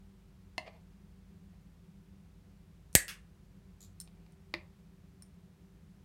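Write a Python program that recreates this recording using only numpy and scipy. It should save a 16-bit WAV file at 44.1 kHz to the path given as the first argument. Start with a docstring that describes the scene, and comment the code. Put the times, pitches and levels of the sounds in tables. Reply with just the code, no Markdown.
"""A small, quietly humming room, where side cutters snip a small steel spring over a table.
The cutters clack as the hand takes a new grip, and fingers rub the handles. The jaws bite through
with one sharp snap that rings the steel and jolts the hands; the cut end flies off and lands far away.
As the cutters are set again, a jaw scrapes over the coils, then ticks and knocks on the spring."""
import sys
import numpy as np
from scipy import signal
from scipy.fft import rfft, irfft, next_fast_len
from scipy.io import wavfile
from scipy.ndimage import map_coordinates

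SR = 44100
rng = np.random.default_rng(int(sys.argv[2]) if len(sys.argv) > 2 else 0)


def unload_wav(signal):
    """Save mono or channel-first audio to the path in sys.argv[1] as 16-bit WAV at rate SR, clipped to [-1, 1]."""
    wavfile.write(
        sys.argv[1],
        SR,
        np.round(np.clip(np.atleast_2d(signal).T, -1, 1) * 32767).astype(np.int16),
    )


N = 266408

# how long the room rings: frequency_hz, t60_s
ROOM_DECAY = [(100, 0.11), (600, 0.36), (2500, 0.23), (5000, 0.18), (9000, 0.21), (15000, 0.13)]
# bed of rumble and hiss: frequency_hz, density_db
AIR_COLOUR = [(13, -34.5), (22, -13), (53, -1.5), (95, -1.5), (118, -10.5), (179, -1.5), (205, -5.5),
              (223, -18), (294, -19.5), (356, -22.5), (387, -12.5), (420, -26.5), (482, -26.5),
              (2200, -34.5), (16000, -47.5)]
# hum of a distant motor: shaft_multiple, rms_db
MOTOR_HARMONICS = [(1, -66), (4, -68.5), (6, -83), (8, -80.5), (10, -85.5)]
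# two more low tones in the room: pitch_hz, rms_db
DRONE_TONES = [(86.1, -71.5), (167, -66.5)]

# the cutters clack open: start_s, level_db
CLACK_HITS = [(0.5803, -26.5)]
# ring of the cutters, choked by the grip: pitch_hz, level_db, t60_s
GRIPPED_MODES = [(626, -10, 0.082), (723, -3, 0.033), (1060, -24, 0.044), (1760, -16, 0.029),
                 (2070, -6, 0.04), (2660, 5, 0.014), (2890, -2, 0.0064), (4280, -3, 0.012),
                 (5000, -8.5, 0.0095)]
# midrange attack of the clack: frequency_hz, density_db
CLACK_COLOUR = [(130, -4), (300, -5), (450, -9.5), (680, -1), (1050, 1), (1450, -15), (2100, -1.5),
                (2900, 1.5), (3700, -13.5), (4700, -17), (6200, -13.5), (8000, -22), (11000, -26),
                (16000, -46)]

# fingers slide on the handles: peak_s, level_db, width_s
RUB_STROKES = [(0.673, -49.5, 0.011), (0.749, -65.5, 0.017), (1.548, -73.5, 0.021), (4.215, -78, 0.12)]
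# their soft friction: frequency_hz, density_db
RUB_COLOUR = [(200, -16), (470, -2.5), (640, 4.5), (850, 2), (1450, -20.5), (2150, -2), (2700, -11.5),
              (3800, -17), (4600, -17), (6000, -28), (16000, -50)]

# spring and jaw tips touch: start_s, level_db, ring_db, rebound_loss_db
TICK_HITS = [(2.929, -52.5, -8.5, 3), (4.0015, -39.5, 1, 6), (4.322, -65.5, -14, 14),
             (5.2228, -51.5, 4, 16)]
# thin ring of the tips: pitch_hz, level_db, t60_s
TIP_MODES = [(1470, -21.5, 0.018), (4138, -14, .022), (5360, -7.5, 0.02), (6370, -15, .016),
             (8807, -2, 0.021), (9310, -3, 0.015), (13194, -17, .012)]
# bright attack of a tick: frequency_hz, density_db
TICK_COLOUR = [(300, -27.5), (1500, -8.5), (3000, -13), (4500, -4), (9000, 2.5), (10500, -4), (13000, -2.5),
               (16000, -14)]

# the wire breaks in two quick cracks: start_s, level_db
SNAP_HITS = [(2.9519, -8), (2.9527, -6.5)]
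# crack of the fracture: frequency_hz, density_db
CRACK_COLOUR = [(100, -15), (500, -12.5), (1050, -18.5), (1400, -5), (1950, -3), (3000, -6), (3700, -5.5),
                (4500, 3), (5100, -3.5), (6800, -3.5), (8400, 3.5), (9500, 1.5), (10200, -8), (11200, -1.5),
                (14000, -1), (16000, -11)]
# cutters and spring, struck hard: pitch_hz, level_db, t60_s
STEEL_MODES = [(1679, -23, .14), (1820, -21, 0.17), (1920, -15.5, 0.17), (2006, -23.5, .14),
               (2155, -26.5, .12), (2550, -27.5, 0.073), (4430, -20.5, .04), (4560, -22.5, 0.06),
               (7340, -17.5, .014), (8100, -11, 0.013), (8800, -12, .016), (9300, -15, .025)]
# thump through hands and table: pitch_hz, level_db, t60_s
JOLT_MODES = [(55, -9.5, 0.048), (93, -9, 0.034), (170.6, -3, 0.02), (234, -2, 0.0097), (375, -6.5, 0.02),
              (547.3, -4, .02), (717, -13.5, 0.025)]

# the cut end lands and bounces: start_s, level_db
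CUT_END_HITS = [(3.0817, -34), (3.089, -43.5)]
# its small, hard click: frequency_hz, density_db
CUT_END_COLOUR = [(200, -35), (700, -18), (1200, -4.5), (2500, 4.5), (3500, -1), (9000, -5.5),
                  (10500, -8.5), (16000, -7.5)]

# rasp of a jaw on the coils: frequency_hz, density_db
COIL_COLOUR = [(500, -16), (2500, -18.5), (4200, -3.5), (5500, -9), (7200, 4.5), (9000, -14), (12000, -7),
               (16000, -20)]

# the jaws knock on the held spring: start_s, level_db, ring_db
KNOCK_HITS = [(4.076, -48.5, -19), (4.264, -56, -14), (4.5399, -22, -4.5)]
# dull attack of a knock: frequency_hz, density_db
KNOCK_COLOUR = [(150, -9), (330, 5.5), (480, -1), (650, -1), (1100, 0.5), (1500, -19), (1950, -19),
                (2450, -1.5), (3100, -7.5), (4000, -3.5), (5000, -5.5), (6000, -19), (10000, -31),
                (16000, -37)]
# table and jaws ringing under it: pitch_hz, level_db, t60_s
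TABLE_MODES = [(342, -14.5, 0.14), (523, -20.5, 0.08), (615, -22.5, 0.097), (1800, -4, 0.012),
               (2086, 0.5, 0.012), (2400, 1, 0.0108)]


def amp(db):
    """Decibels to gain."""
    return 10 ** (np.asarray(db) / 20)


def unit(x):
    """Scale to rms 1."""
    return x / np.sqrt(np.mean(x ** 2) + 1e-20)


def along(points, hz):
    """Read a curve of (frequency_hz, value) points on a log frequency axis."""
    frequencies, values = np.transpose(points)
    return np.interp(np.log(hz + 1), np.log(frequencies), values)


def wobble(rate_hz):
    """A smooth random drift through rate_hz knots a second."""
    knots = rng.standard_normal(int(N * rate_hz / SR) + 4)
    return map_coordinates(knots, [np.arange(N) * rate_hz / SR])


def filtered(x, response):
    """Zero-phase EQ; response gives the gain at each frequency."""
    size = next_fast_len(N + SR // 2)
    return irfft(rfft(x, size) * response(np.fft.rfftfreq(size, 1 / SR)), size)[:N]


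def low_cut(x, hz, order):
    """Roll off the lows below hz."""
    return signal.sosfilt(signal.butter(order, hz, "high", fs=SR, output="sos"), x)


def age():
    """Time since a blow, half a second of it."""
    return np.arange(SR // 2) / SR


def placed(start_s, x):
    """A silent track with x laid in at start_s."""
    track = np.zeros(N)
    part = track[round(start_s * SR):][:len(x)]
    part += x[:len(part)]
    return track


def ring(modes, scatter_db, polarity=-1):
    """Damped modes, at new strengths for each blow; neighbours alternate in sign unless polarity is 1."""
    t = age()
    return sum(polarity ** k * amp(db + scatter_db * rng.normal() - 60 * t / t60_s)
               * np.sin(2 * np.pi * hz * t) for k, (hz, db, t60_s) in enumerate(modes))


def burst(colour, t60_s, clean=0):
    """A coloured contact: one click with the clean share of the energy, and a dying spurt of grit."""
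    t = age()
    fade = amp(-60 * t / t60_s)
    grit = fade * rng.standard_normal(len(t)) * (t > 0)
    spurt = np.sqrt(1 - clean) * grit / np.linalg.norm(grit) + np.sqrt(clean) * (t == 0)
    gains = unit(amp(along(colour, np.fft.rfftfreq(SR, 1 / SR))))
    # minimum-phase EQ keeps the attack sharp: nothing sounds before the hit
    cepstrum = irfft(np.log(gains), SR)
    cepstrum[1:SR // 2] *= 2
    cepstrum[SR // 2:] = 0
    return np.linalg.norm(fade) * irfft(rfft(spurt, SR) * np.exp(rfft(cepstrum)), SR)[:len(t)]


def in_room(x, near_db, tail_db, wall_db=-12, near_t60_s=0.036, wall_s=0.008, build_s=0.0057):
    """Direct sound, near scatter from table and arms, a slap off one wall, and the diffuse tail."""
    t = age()
    near = rng.standard_normal(len(t)) * amp(-60 * t / near_t60_s) * (t > 0.001)
    near = low_cut(near, hz=1200, order=1)  # small things scatter only short waves
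    hz, frame_s, noise = signal.stft(rng.standard_normal(len(t)), SR, nperseg=256)
    decay = amp(-60 * frame_s / along(ROOM_DECAY, hz)[:, None])
    tail = signal.istft(noise * decay, SR, nperseg=256)[1][:len(t)]
    tail *= 1 - np.exp(-t / build_s)
    response = amp(near_db) * near / np.linalg.norm(near) + amp(tail_db) * tail / np.linalg.norm(tail)
    response[0] += 1
    response[round(wall_s * SR)] += amp(wall_db)
    return signal.fftconvolve(x, response)[:N]


def room_tone(air_db=-59, low_cut_hz=43.75, shaft_hz=48.66, waver_db=2.5):
    """A bed of low rumble and soft hiss, with a wavering motor hum and drone."""
    t = np.arange(N) / SR
    air = filtered(rng.standard_normal(N),
                   lambda hz: amp(along(AIR_COLOUR, hz)) * hz ** 3 / np.hypot(hz ** 3, low_cut_hz ** 3))
    tones = [(multiple * shaft_hz, db) for multiple, db in MOTOR_HARMONICS] + DRONE_TONES
    hum = np.zeros(N)
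    for hz, db in tones:
        peak = np.sqrt(2) * amp(db + waver_db * wobble(rate_hz=3.9))
        hum += peak * np.sin(2 * np.pi * hz * t + wobble(rate_hz=6.4))
    return amp(air_db) * unit(air) + hum


def grip_clack(attack_db=2):
    """The cutters clack open; the hand damps them to a short, low ring."""
    track = np.zeros(N)
    for start_s, db in CLACK_HITS:
        body = ring(GRIPPED_MODES, scatter_db=1.5)
        attack = amp(attack_db) * burst(CLACK_COLOUR, t60_s=0.012, clean=0.68)
        track += placed(start_s, amp(db) * (body + attack))
    return in_room(track, near_db=-8.5, tail_db=-13, wall_db=-29)


def finger_rubs(roughness_db=2.1):
    """Fingers slide on the handles: soft swells of uneven friction, coloured by the cutters."""
    t = np.arange(N) / SR
    swells = sum(amp(db) * np.exp(-0.5 * ((t - peak_s) / width_s) ** 2)
                 for peak_s, db, width_s in RUB_STROKES)
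    friction = unit(filtered(rng.standard_normal(N), lambda hz: amp(along(RUB_COLOUR, hz))))
    grain = amp(roughness_db * wobble(rate_hz=150))
    return in_room(swells * friction * grain, near_db=-8, tail_db=-9)


def tip_ticks(contacts=3, flight_s=0.011, flight_shrink=0.6):
    """Light touches ring only the small, high modes; each rebounds ever sooner and weaker."""
    track = np.zeros(N)
    for start_s, db, ring_db, loss_db in TICK_HITS:
        for k in range(contacts):
            tick = burst(TICK_COLOUR, t60_s=0.012) + amp(ring_db) * ring(TIP_MODES, scatter_db=2)
            track += placed(start_s, amp(db - loss_db * k) * tick)
            start_s += flight_s * flight_shrink ** k
    return in_room(track, near_db=-9.5, tail_db=-12)


def wire_snap(steel_db=-9, jolt_db=-15.5):
    """The fracture cracks and rings the steel; the freed grip jolts hands and table, adding weight."""
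    break_s = SNAP_HITS[0][0]
    cracks = [placed(start_s, amp(db) * burst(CRACK_COLOUR, t60_s=0.009, clean=0.25))
              for start_s, db in SNAP_HITS]
    ringing = placed(break_s, amp(steel_db) * ring(STEEL_MODES, scatter_db=0.5))
    # each part radiates its own way into the room
    steel = sum(in_room(part, near_db=-6, tail_db=-9.5, wall_db=-11.5) for part in cracks + [ringing])
    jolt = placed(break_s, amp(jolt_db) * ring(JOLT_MODES, scatter_db=0.5, polarity=1))
    jolt = low_cut(jolt, hz=55, order=5)  # keeps the thump tight, without deep rumble
    return steel + in_room(jolt, near_db=-17, tail_db=-23, wall_db=-21.5)


def cut_end_landing():
    """The cut end lands far off, more room than direct sound; each bounce is in a new spot."""
    track = np.zeros(N)
    for start_s, db in CUT_END_HITS:
        click = amp(db) * burst(CUT_END_COLOUR, t60_s=0.011, clean=0.8)
        track += in_room(placed(start_s, click), near_db=-8, tail_db=6)
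    return track


def coil_scrape(start_s=3.806, first_db=-53, slips=5, slips_per_s=97, loss_db=0.5):
    """A quick zip: the jaw slips from coil to coil at an even pace, each slip a little weaker."""
    track = np.zeros(N)
    for k in range(slips):
        slip = amp(first_db - loss_db * k) * burst(COIL_COLOUR, t60_s=0.026)
        track += placed(start_s + k / slips_per_s, slip)
    return in_room(track, near_db=-19, tail_db=-5)


def jaw_knocks():
    """Short, dry knocks on the held spring; the forearms pass a thud to the table."""
    track = np.zeros(N)
    for start_s, db, ring_db in KNOCK_HITS:
        attack = burst(KNOCK_COLOUR, t60_s=0.0039, clean=0.88)
        body = amp(ring_db) * ring(TABLE_MODES, scatter_db=1.5)
        track += placed(start_s, amp(db) * (attack + body))
    return in_room(track, near_db=-9, tail_db=-13)


def scene():
    """All layers in one mono mix, from the snap down to the bed."""
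    mix = wire_snap() + grip_clack() + jaw_knocks() + finger_rubs() + tip_ticks() + coil_scrape()
    return (mix + cut_end_landing() + room_tone())[None]


def record(dry):
    """The microphone rounds off the highest peaks and cuts the treble steeply above top_hz."""
    ceiling, top_hz = 1.15, 15950
    rounded = dry[0] / (1 + np.abs(dry[0] / ceiling) ** 8) ** (1 / 8)
    return filtered(rounded, lambda hz: 1 / np.sqrt(1 + (hz / top_hz) ** 160))[None]


dry = scene()
out = record(dry)
unload_wav(out)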